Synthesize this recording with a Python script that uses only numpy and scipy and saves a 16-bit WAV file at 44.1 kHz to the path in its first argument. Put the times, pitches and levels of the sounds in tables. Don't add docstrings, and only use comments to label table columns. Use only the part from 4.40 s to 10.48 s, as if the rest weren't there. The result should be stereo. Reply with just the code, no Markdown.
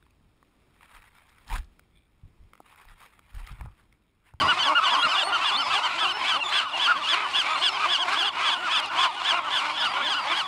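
import sys
import numpy as np
from scipy import signal
from scipy.fft import rfft, irfft, next_fast_len
from scipy.io import wavfile
from scipy.ndimage import uniform_filter1d, map_coordinates

SR = 44100
rng = np.random.default_rng(int(sys.argv[2]) if len(sys.argv) > 2 else 0)


def pcm_store(signal):
    levels = np.round(np.clip(np.atleast_2d(signal), -1, 1) * 32767)
    wavfile.write(sys.argv[1], SR, levels.astype(np.int16).T)


N = 267995

LONG_CALLS = { "leader": (.273, .034, 0.0472, 0.14, 0.21, [(-.024, 1727, -33, -31.5),
              (.517, 1728, -35, -31), (1.339, 1750, -35.5, -32.5), (1.888, 1726, -37, -30),
              (2.429, 1730, -36, -28.5), (3.249, 1734, -35, -27), (4.06, 1720, -35.5, -31),
              (4.605, 1722, -39, -30), (4.88, 1750, -37, -28.5), (5.156, 1748, -41, -31.5),
              (5.428, 1717, -38, -33.5), (5.975, 1664, -34.5, -32)]),
              "high rival": (.255, .029, 0.0366, .2, 0, [(3.603, 1670, -41.5, -33), (4.368, 1768, -38, -31),
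              (4.884, 1780, -34, -36.5), (5.135, 1766, -35.5, -34.5), (5.902, 1782, -37.5, -34)]),
              "middle voice": (.248, .018, 0.0322, 0.3, 0, [(.208, 1547, -41, -29), (.7, 1548, -37, -31),
              (.942, 1567, -51.5, -31.5), (1.195, 1554, -45, -31), (1.445, 1560, -39.5, -31.5),
              (1.945, 1545, -38, -32.5)]), "thin voice": (.3, .014, .03, .5, -8, [(.483, 1452, -46, -30),
              (1.669, 1405, -55, -30), (2.014, 1410, -46, -29), (2.346, 1440, -49, -31),
              (2.947, 1440, -49, -31), (3.845, 1446, -46, -30.5)]),
              "loud voice": (.275, .017, .026, .1, -10, [(.097, 1486, -22.5, -25), (.367, 1441, -20, -25),
              (.639, 1426, -23, -27), (.938, 1425, -25, -32), (1.206, 1400, -29.5, -42)]),
              "low voice": (.3, .014, 0.0363, 0.15, -13.5, [(.426, 1307, -26, -26.5),
              (1.025, 1345, -30, -26.5), (1.313, 1333, -29, -26), (1.622, 1315, -27, -32),
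              (1.933, 1314, -28, -34), (2.235, 1303, -32, -54), (2.825, 1300, -31.5, -51),
              (3.429, 1294, -28, -51), (3.735, 1320, -32.5, -48), (4.34, 1310, -30, -27),
              (4.64, 1262, -30.5, -30)]),
              "clear voice": (.305, .024, 0.0373, 0.3, -6, [(4.246, 1478, -30, -41.5),
              (4.507, 1490, -37, -62), (4.85, 1498, -45, -39), (5.15, 1490, -38, -38),
              (5.444, 1470, -30.5, -33), (5.768, 1495, -31.5, -34)]),
              "deep voice": (.268, .025, 0.023, .9, -30, [(.033, 1158, -23, -54), (.295, 1130, -24.5, -50),
              (.568, 1092, -26.5, -48)]), }
# crest in seconds, crest
# pitch in Hz, lead and trail in seconds, # fundamental in dB, octave in dB before the bill shapes it.
LONE_CRIES = [(2.271, 1495, 0.037, 0.059, -41, -43), (2.501, 1453, 0.021, 0.018, -19, -64),
              (2.565, 1570, 0.028, 0.029, -40, -48), (3.346, 1600, 0.018, .03, -46, -42),
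              (4.434, 1450, 0.016, 0.034, -48, -34.5), (4.779, 1487, 0.016, 0.034, -39, -39),
              (4.953, 1410, .013, 0.034, -34, -34), (5.05, 1330, .02, 0.037, -34, -53)]
# frequency in Hz, gain in dB.
ADULT_BILL = [(2500, -12), (2800, 2.5), (3500, 4), (3900, -11.5), (4600, -12.5), (5200, -17.5),
              (5500, -25.5), (6100, -21.5), (7200, -29.5), (8400, -27.5), (9500, -37.5), (11000, -36.5),
              (13000, -62), (16000, -75)]
SQUAWK_CHAINS = { "throaty": (.28, .1, [(.037, 330, -27.5, -47, -44.5), (.565, 295.6, -29, -57, -52),
                 (.88, 400, -30, -70, -61), (1.15, 400, -34.5, -62, -52), (1.43, 315, -31.5, -57, -43)]),
                 "scratchy": (.29, .16, [(.15, 369, -31.5, -37.5, -41.5), (.44, 381.4, -33, -41, -46.5),
                 (1.32, 402.2, -37.5, -39.5, -42.5)]),
                 "harsh": (.313, .145, [(1.525, 349, -44.5, -35, -47.5), (1.865, 398, -37.5, -32.5, -46),
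                 (2.785, 421.2, -34, -33.5, -45), (3.72, 408, -34, -34.5, -43),
                 (4.03, 408, -32.5, -35, -46), (4.335, 393, -37, -33.5, -44), (4.61, 362, -29.5, -34, -44),
                 (4.95, 353, -31.5, -36.5, -52), (5.26, 308, -32.5, -35, -45),
                 (5.57, 290.6, -34.5, -36.5, -50), (5.91, 339, -33, -37, -47)]), }
# frequency in Hz, relative level in dB.
THROAT = [(120, -72), (220, -26), (310, -20), (470, -23.5), (650, -5.5), (800, -9.5), (1020, 4.5),
          (1250, -3), (1600, -23), (2200, -11.5), (4000, -94)]
BEAK = [(300, -70), (900, -44), (1450, 7.5), (1800, -3.5), (2050, 3), (2450, 13), (2900, 0), (3400, -3.5),
        (4200, -7), (6000, -73)]
HISS = [(500, -70), (1800, -46), (3000, 14), (4900, 12), (5500, 6.5), (6300, 3), (8300, 1), (10500, -10),
        (12500, -22), (15500, -50)]
# time of the break, lead and trail in seconds, pitch in Hz
# at the start, just before the break and at the end, peak level in dB, overtone boost in dB.
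BREAKING_WHISTLES = [(.629, .056, 0.029, 3200, 3305, 4270, -25.5, 0.5),
                     (.838, .045, 0.058, 3620, 3660, 4330, -31, 2),
                     (1.165, .048, .03, 3340, 3570, 4540, -23.5, -9.5),
                     (2.099, .059, 0.1, 3620, 3420, 3920, -33.5, 6.5),
                     (3.154, .063, 0.095, 3470, 3515, 4070, -34, 4.5),
                     (5.449, .056, 0.023, 3490, 3740, 4340, -33, -14),
                     (5.697, .03, 0.17, 4160, 4090, 4370, -37, -4)]
# crest, lead and trail in seconds,
# crest pitch, rise and fall in Hz, crest level in dB.
PEEPS = [(.06, .053, 0.059, 4870, 30, 30, -41), (.55, .04, .09, 5070, 150, 220, -48),
         (.705, 0.049, .04, 5140, 350, 120, -41.5), (1.222, 0.034, .075, 5290, 446, 380, -40.5),
         (1.239, 0.046, .09, 4790, 196, 249, -45), (1.761, 0.07, 0.06, 5320, 457, 332, -45.5),
         (2.489, 0.022, 0.11, 4760, 30, 450, -51), (3.305, 0.021, .075, 5330, 60, 880, -42.5),
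         (5.488, .025, .046, 4800, 251, 350, -41.5)]
# frequency in Hz, gain in dB.
CHICK_BILL = [(6400, -26), (7200, -16.5), (8200, -23), (8700, -8), (9300, -22), (10500, -31), (12500, -36),
              (14300, -36), (15500, -41)]
# start in seconds, level in dB before the treble is lifted.
TICKS = [(4.4, -31), (4.46, -37)]
# frequency in Hz, relative dB.
DIN_SPECTRUM = [(20, -64), (60, -24.5), (200, -25), (310, -26.5), (450, -28), (650, -18), (1000, -8),
                (1350, -22), (1800, -20.5), (2700, -19), (5000, -32), (5700, -39), (9500, -45),
                (15000, -68)]
WIND_SPECTRUM = [(20, -66), (70, -1.5), (140, -0.5), (250, -3), (500, -7), (1500, -48)]
# middle and length in seconds, gain in dB.
LULLS = [(0.375, 0.026, -12), (1.75, .08, 0), (2.022, 0.028, -8.5), (2.31, 0.13, -4.5), (3.92, 0.051, -0.5),
         (4.19, 0.024, 0), (4.5, 0.042, -4.5), (4.72, .06, -1), (5.024, 0.077, -5)]
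# middle and length in seconds, peak level in dB.
WIND_PUFFS = [(0.043, 0.15, -34), (0.223, .08, -51), (0.66, 0.044, -41.5), (2.18, 0.026, -59),
              (1.307, 0.075, -51), (5.467, 0.14, -55)]

SQUAWK_CREST = .25


def gull_cry(hz, lead, trail, low_db, octave_db, rough=.13, top_db=-5, bend=.13, rasp_hz=320,
             attack_s=.012, cut_s=.008, linger_s=.008):
    t = np.arange(-lead - attack_s, trail + linger_s + cut_s, 1 / SR)
    steepness = bend * np.where(t < 0, 1.35, 1) * (1 + .05 * rng.normal())
    arch = 1 - steepness * (np.hypot(1, t / .02) - 1)
    arch -= .018 * np.maximum((t - trail) / .012 + 1, 0) ** 1.5
    high = 1 / (1 + np.exp((1650 - hz) / 50))
    strain = high * np.exp(-((t + .007) / .022) ** 2)
    waver = .0015 + .008 * rough + .006 * strain
    phase = 2 * np.pi * np.cumsum(hz * arch * (1 + waver * wobble(506, len(t)))) / SR
    split_ratio = 2 - 450 / hz * rng.uniform(.99, 1)
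    split_gain = strain * amp(octave_db - 4.5 + 2 * rng.normal())
    overtones = split_gain * np.sin(split_ratio * phase + .5 * wobble(320, len(t)))
    upper_db = top_db + 5 * np.exp(-((t / trail - .53) / .5) ** 2)
    for k in range(2, 10):
        flicker_db = 5 * rough * wobble(140, len(t))
        source_db = octave_db + flicker_db + (k > 2) * (upper_db + 2.5 * rng.normal())
        overtones += amp(source_db + along(ADULT_BILL, k * hz * arch)) * np.sin(k * phase)
    fundamental = amp(low_db) * np.sin(phase) * gate(t, -lead, trail + linger_s, attack_s, cut_s)
    voice = fundamental + overtones * gate(t, -lead, trail, attack_s, cut_s)
    force = amp(2.5 * (1 + high) * np.clip(t / trail, -1, .5))
    force *= 1 + .3 * rough * wobble(356, len(t))
    force *= 1 + .4 * strain * wobble(900, len(t))
    force *= 1 + .22 * np.sqrt(high) * np.clip(2 * t / trail, 0, 1) * wobble(420, len(t))
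    rasp_depth = .13 * (1 + strain) * rng.uniform(.1, 1.8)
    force *= 1 + rasp_depth * np.sin(phase * rasp_hz / hz + .5 * wobble(201, len(t)))
    return t[0], np.sqrt(2) * voice * unit(force)


def near_gulls():
    out = np.zeros(N)
    notes = [(crest, hz, lead, trail, low_db, octave_db, rough, top_db)
             for period, lead, trail, rough, top_db, course in LONG_CALLS.values()
             for crest, hz, low_db, octave_db in chain(period, course)]
    for crest, *note in notes + LONE_CRIES:
        offset, sound = gull_cry(*note)
        add(out, crest + offset, sound)
    return out


def chain(period, course):
    course = np.array(course)
    steps = np.maximum(np.round(np.diff(course[:, 0]) / period), 1)
    marked = np.append(0, np.cumsum(steps))
    return np.transpose([np.interp(np.arange(marked[-1] + 1), marked, column) for column in course.T])


def squawks(air_share=.26, low_tone_db=-32):
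    out = np.zeros(N)
    for s, length, crest_hz, throat_db, beak_db, hiss_db in squawk_notes():
        u = np.linspace(-2, 2, int(2 * length * SR))
        hz = squawk_pitch(crest_hz, u, jitter=.028)
        cycles = np.cumsum(hz) / SR
        air = unit(rng.standard_normal(len(u)) * np.exp(-1.6 * (cycles % 1)))
        voice = np.sqrt(1 - air_share) * syrinx_pulses(hz, smear_s=.0018) + np.sqrt(air_share) * air
        low_tone = np.sqrt(2) * np.sin(2 * np.pi * cycles + wobble(101, len(u)))
        swell = np.exp(-.7 * np.maximum(-u, 0) ** 2.85 - (1.25 * np.maximum(u, 0)) ** 4 / 2)
        swell *= amp(2.7 * wobble(52.3, len(u)))
        add(out, s - length, amp((throat_db + beak_db) / 2 + low_tone_db) * swell * low_tone)
        opening = np.exp(-(u - SQUAWK_CREST) ** 2)
        parts = (voice, THROAT, throat_db + 1), (voice, BEAK, beak_db), (air, HISS, hiss_db + .3)
        for source, spectrum, db in parts:
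            add(out, s - length, amp(db) * swell * gaping_bill(source, spectrum, opening))
    return out


def squawk_notes(rasp_delay_s=.003, rasp_length_s=.15, rasp_hz=388.2):
    for period, length, course in SQUAWK_CHAINS.values():
        for s, *pitch_and_levels in chain(period, course):
            yield (s, length, *pitch_and_levels)
    period, *_, course = LONG_CALLS["leader"]
    for crest, _, _, db in chain(period, course):
        yield crest + rasp_delay_s, rasp_length_s, rasp_hz, db - 17, db - 11.5, db - 12


def squawk_pitch(crest_hz, u, jitter):
    return crest_hz * np.exp(-.23 * (u - SQUAWK_CREST) ** 2 + jitter * wobble(250, len(u)))


def syrinx_pulses(hz, smear_s):
    pulses = np.diff(np.floor(np.cumsum(hz) / SR), prepend=0) - hz / SR
    pulses *= amp(3.17 * wobble(299.3, len(hz)))
    return unit(signal.fftconvolve(pulses, scatter(smear_s))[:len(hz)])


def gaping_bill(source, spectrum, opening):
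    stretch = 1 + .025 * rng.normal()
    shut, wide = (colour(source, [(hz * factor * stretch, db) for hz, db in spectrum])
                  for factor in (.93, 1.03))
    return unit((1 - opening) * shut + opening * wide)


def chicks(wheeze_depth=.25, wheeze_below_hz=4250):
    out = np.zeros(N)
    for s, hz, db, shrill_db in whistle_paths():
        t = np.arange(s[0] - .01, s[-1] + .01, 1 / SR)
        pitch = uniform_filter1d(np.interp(t, s, hz), size=130)
        pitch *= 1 + .002 * wobble(370, len(t)) + .003 * wobble(55.2, len(t))
        phase = 2 * np.pi * np.cumsum(pitch) / SR
        tone = np.sin(phase)
        for k in (2, 3):
            tone += amp(shrill_db + along(CHICK_BILL, k * pitch)) * np.sin(k * phase)
        tone *= 1 + wheeze_depth * (pitch < wheeze_below_hz) * wobble(700, len(t))
        quaver_db = 1.7 * wobble(220, len(t))
        envelope = amp(np.interp(t, s, db) + quaver_db) * gate(t, s[0], s[-1], .016, .016)
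        add(out, t[0], np.sqrt(2) * tone * envelope)
    return out


def whistle_paths(break_ratio=1.18, break_s=.002, bow_hz_per_s=1400):
    glide = np.linspace(0, 1, 11)
    for s, lead, trail, start_hz, break_hz, end_hz, db, shrill_db in BREAKING_WHISTLES:
        bow_hz = bow_hz_per_s * trail * np.sin(np.pi * glide)
        upper_hz = (1 - glide) * break_ratio * break_hz + glide * end_hz + bow_hz
        times = np.r_[s - lead, s - break_s / 2, s + break_s / 2 + trail * glide]
        levels_db = db + np.r_[-8, 0, -5.5 - 3 * glide]
        yield times, np.r_[start_hz, break_hz, upper_hz], levels_db, shrill_db
    u = np.linspace(-1, 1, 21)
    for s, lead, trail, hz, rise_hz, fall_hz, db in PEEPS:
        times = s + u * np.where(u < 0, lead, trail)
        yield times, hz - np.where(u < 0, rise_hz, fall_hz) * u ** 2, db - 3 * u ** 2, 0


def ticks(t60=.014):
    out, t = np.zeros(N), np.arange(SR // 20) / SR
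    for s, db in TICKS:
        add(out, s, amp(db - 60 * t / t60) * rng.standard_normal(len(t)))
    return colour(out, [(1000, -7), (5000, 10), (10000, 7), (15000, -19)])


def far_cries(count=190, low_hz=1000, high_hz=1560, level_db=-39.5):
    out = np.zeros(N)
    for s, (pitch, size, length) in random_calls(count):
        hz = low_hz + (high_hz - low_hz) * (pitch + 1) / 2
        stretch = np.exp(.253 * length)
        db = level_db + 3 * size - 2 * pitch
        _, sound = gull_cry(hz, .02 * stretch, .0288 * stretch, db, db - 3,
                            rough=.3, top_db=-10, bend=.1305 / stretch)
        add(out, s, sound)
    return out


def far_yelps(count=170, low_hz=280, high_hz=430, length_s=.085):
    out = np.zeros(N)
    for s, (pitch, size, stretch) in random_calls(count):
        length = length_s * 2 ** (stretch / 2)
        u = np.linspace(-2, 2, int(2 * length * SR))
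        hz = squawk_pitch(low_hz + (high_hz - low_hz) * (pitch + 1) / 2, u, jitter=.026)
        add(out, s - length, amp(3 * size) * np.exp(-u ** 4) * syrinx_pulses(hz, smear_s=.0012))
    return unit(out)


def random_calls(count):
    times = (np.arange(count) + rng.uniform(-1, 1, count)) * N / SR / count
    return zip(times, rng.uniform(-1, 1, (count, 3)))


def far_din(level_db=-33.5, blur_db=-8):
    unrest_db = 1.8 * wobble(14, N) + 1.3 * wobble(60, N)
    chorus = far_yelps() + amp(blur_db + unrest_db) * rng.standard_normal(N)
    return amp(level_db) * unit(colour(chorus, DIN_SPECTRUM))


def lulls():
    return amp(sum(db * bump(s, length) for s, length, db in LULLS))


def hillside_echo(x, t60=.086):
    t = np.arange(SR // 2) / SR
    spectrum = [(300, 23.5), (1200, -11), (3500, 7.5), (10000, -8)]
    mid, side = colour(rng.standard_normal((2, len(t))), spectrum) * amp(-60 * t / t60)
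    tail = mid + .3 * np.array([side, -side])
    return signal.fftconvolve(x[None], tail / np.linalg.norm(tail[0]), axes=1)[:, :N]


def wind(calm_db=-67, left_db=-4):
    strength = amp(calm_db) + sum(amp(db) * bump(s, length) for s, length, db in WIND_PUFFS)
    turbulence = rng.standard_normal((2, N)) * amp([[left_db], [0]])
    return strength * unit(colour(turbulence, WIND_SPECTRUM))


def amp(db):
    return 10 ** (np.asarray(db) / 20)


def unit(x):
    return x / np.sqrt(np.mean(x ** 2) + 1e-20)


def along(points, hz):
    freqs, values = np.transpose(points)
    return np.interp(np.log(hz + 1), np.log(freqs + 1), values)


def wobble(rate, size):
    knots = rng.standard_normal(int(size * rate / SR) + 4)
    return map_coordinates(knots, [np.arange(size) * rate / SR])


def colour(x, points):
    size = x.shape[-1]
    padded = next_fast_len(size + 2048)
    gain = unit(amp(along(points, np.fft.rfftfreq(padded, 1 / SR))))
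    return irfft(rfft(x, padded) * gain, padded)[..., :size]


def scatter(decay_s):
    t = np.arange(int(3 * decay_s * SR) + 2) / SR
    response = rng.standard_normal(len(t)) * np.exp(-t / decay_s)
    return response / np.linalg.norm(response)


def gate(t, start, end, attack, release):
    ramp = np.minimum((t - start) / attack, (end - t) / release) + .5
    return np.sin(np.pi / 2 * np.clip(ramp, 0, 1)) ** 2


def bump(s, length):
    return np.exp(-(2 * (np.arange(N) / SR - s) / length) ** 2)


def add(track, s, sound):
    start = round(s * SR)
    a, b = max(start, 0), min(start + len(sound), N)
    if b > a:
        track[a:b] += sound[a - start:b - start]


def scene(side_db=-5, near_echo_db=-24, far_echo_db=-10):
    near = near_gulls() + squawks() + chicks() + ticks()
    far = lulls() * far_cries()
    birds = near + far + lulls() * far_din()
    smeared = signal.fftconvolve(birds, scatter(.015))[:N]
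    side_spectrum = [(1200, -28.5), (2800, -13.5), (5000, -25), (8000, -6), (16000, 5.5)]
    side = amp(side_db) * colour(smeared, side_spectrum)
    echo = hillside_echo(amp(near_echo_db) * near + amp(far_echo_db) * far)
    return np.array([birds + side, birds - side]) * amp([[-.2], [.2]]) + echo + wind()


def record(dry, top_hz=15650):
    padded = next_fast_len(N + 8192)
    passband = np.fft.rfftfreq(padded, 1 / SR) < top_hz
    return irfft(rfft(dry, padded) * passband, padded)[..., :N]


dry = scene()
out = record(dry)
pcm_store(out)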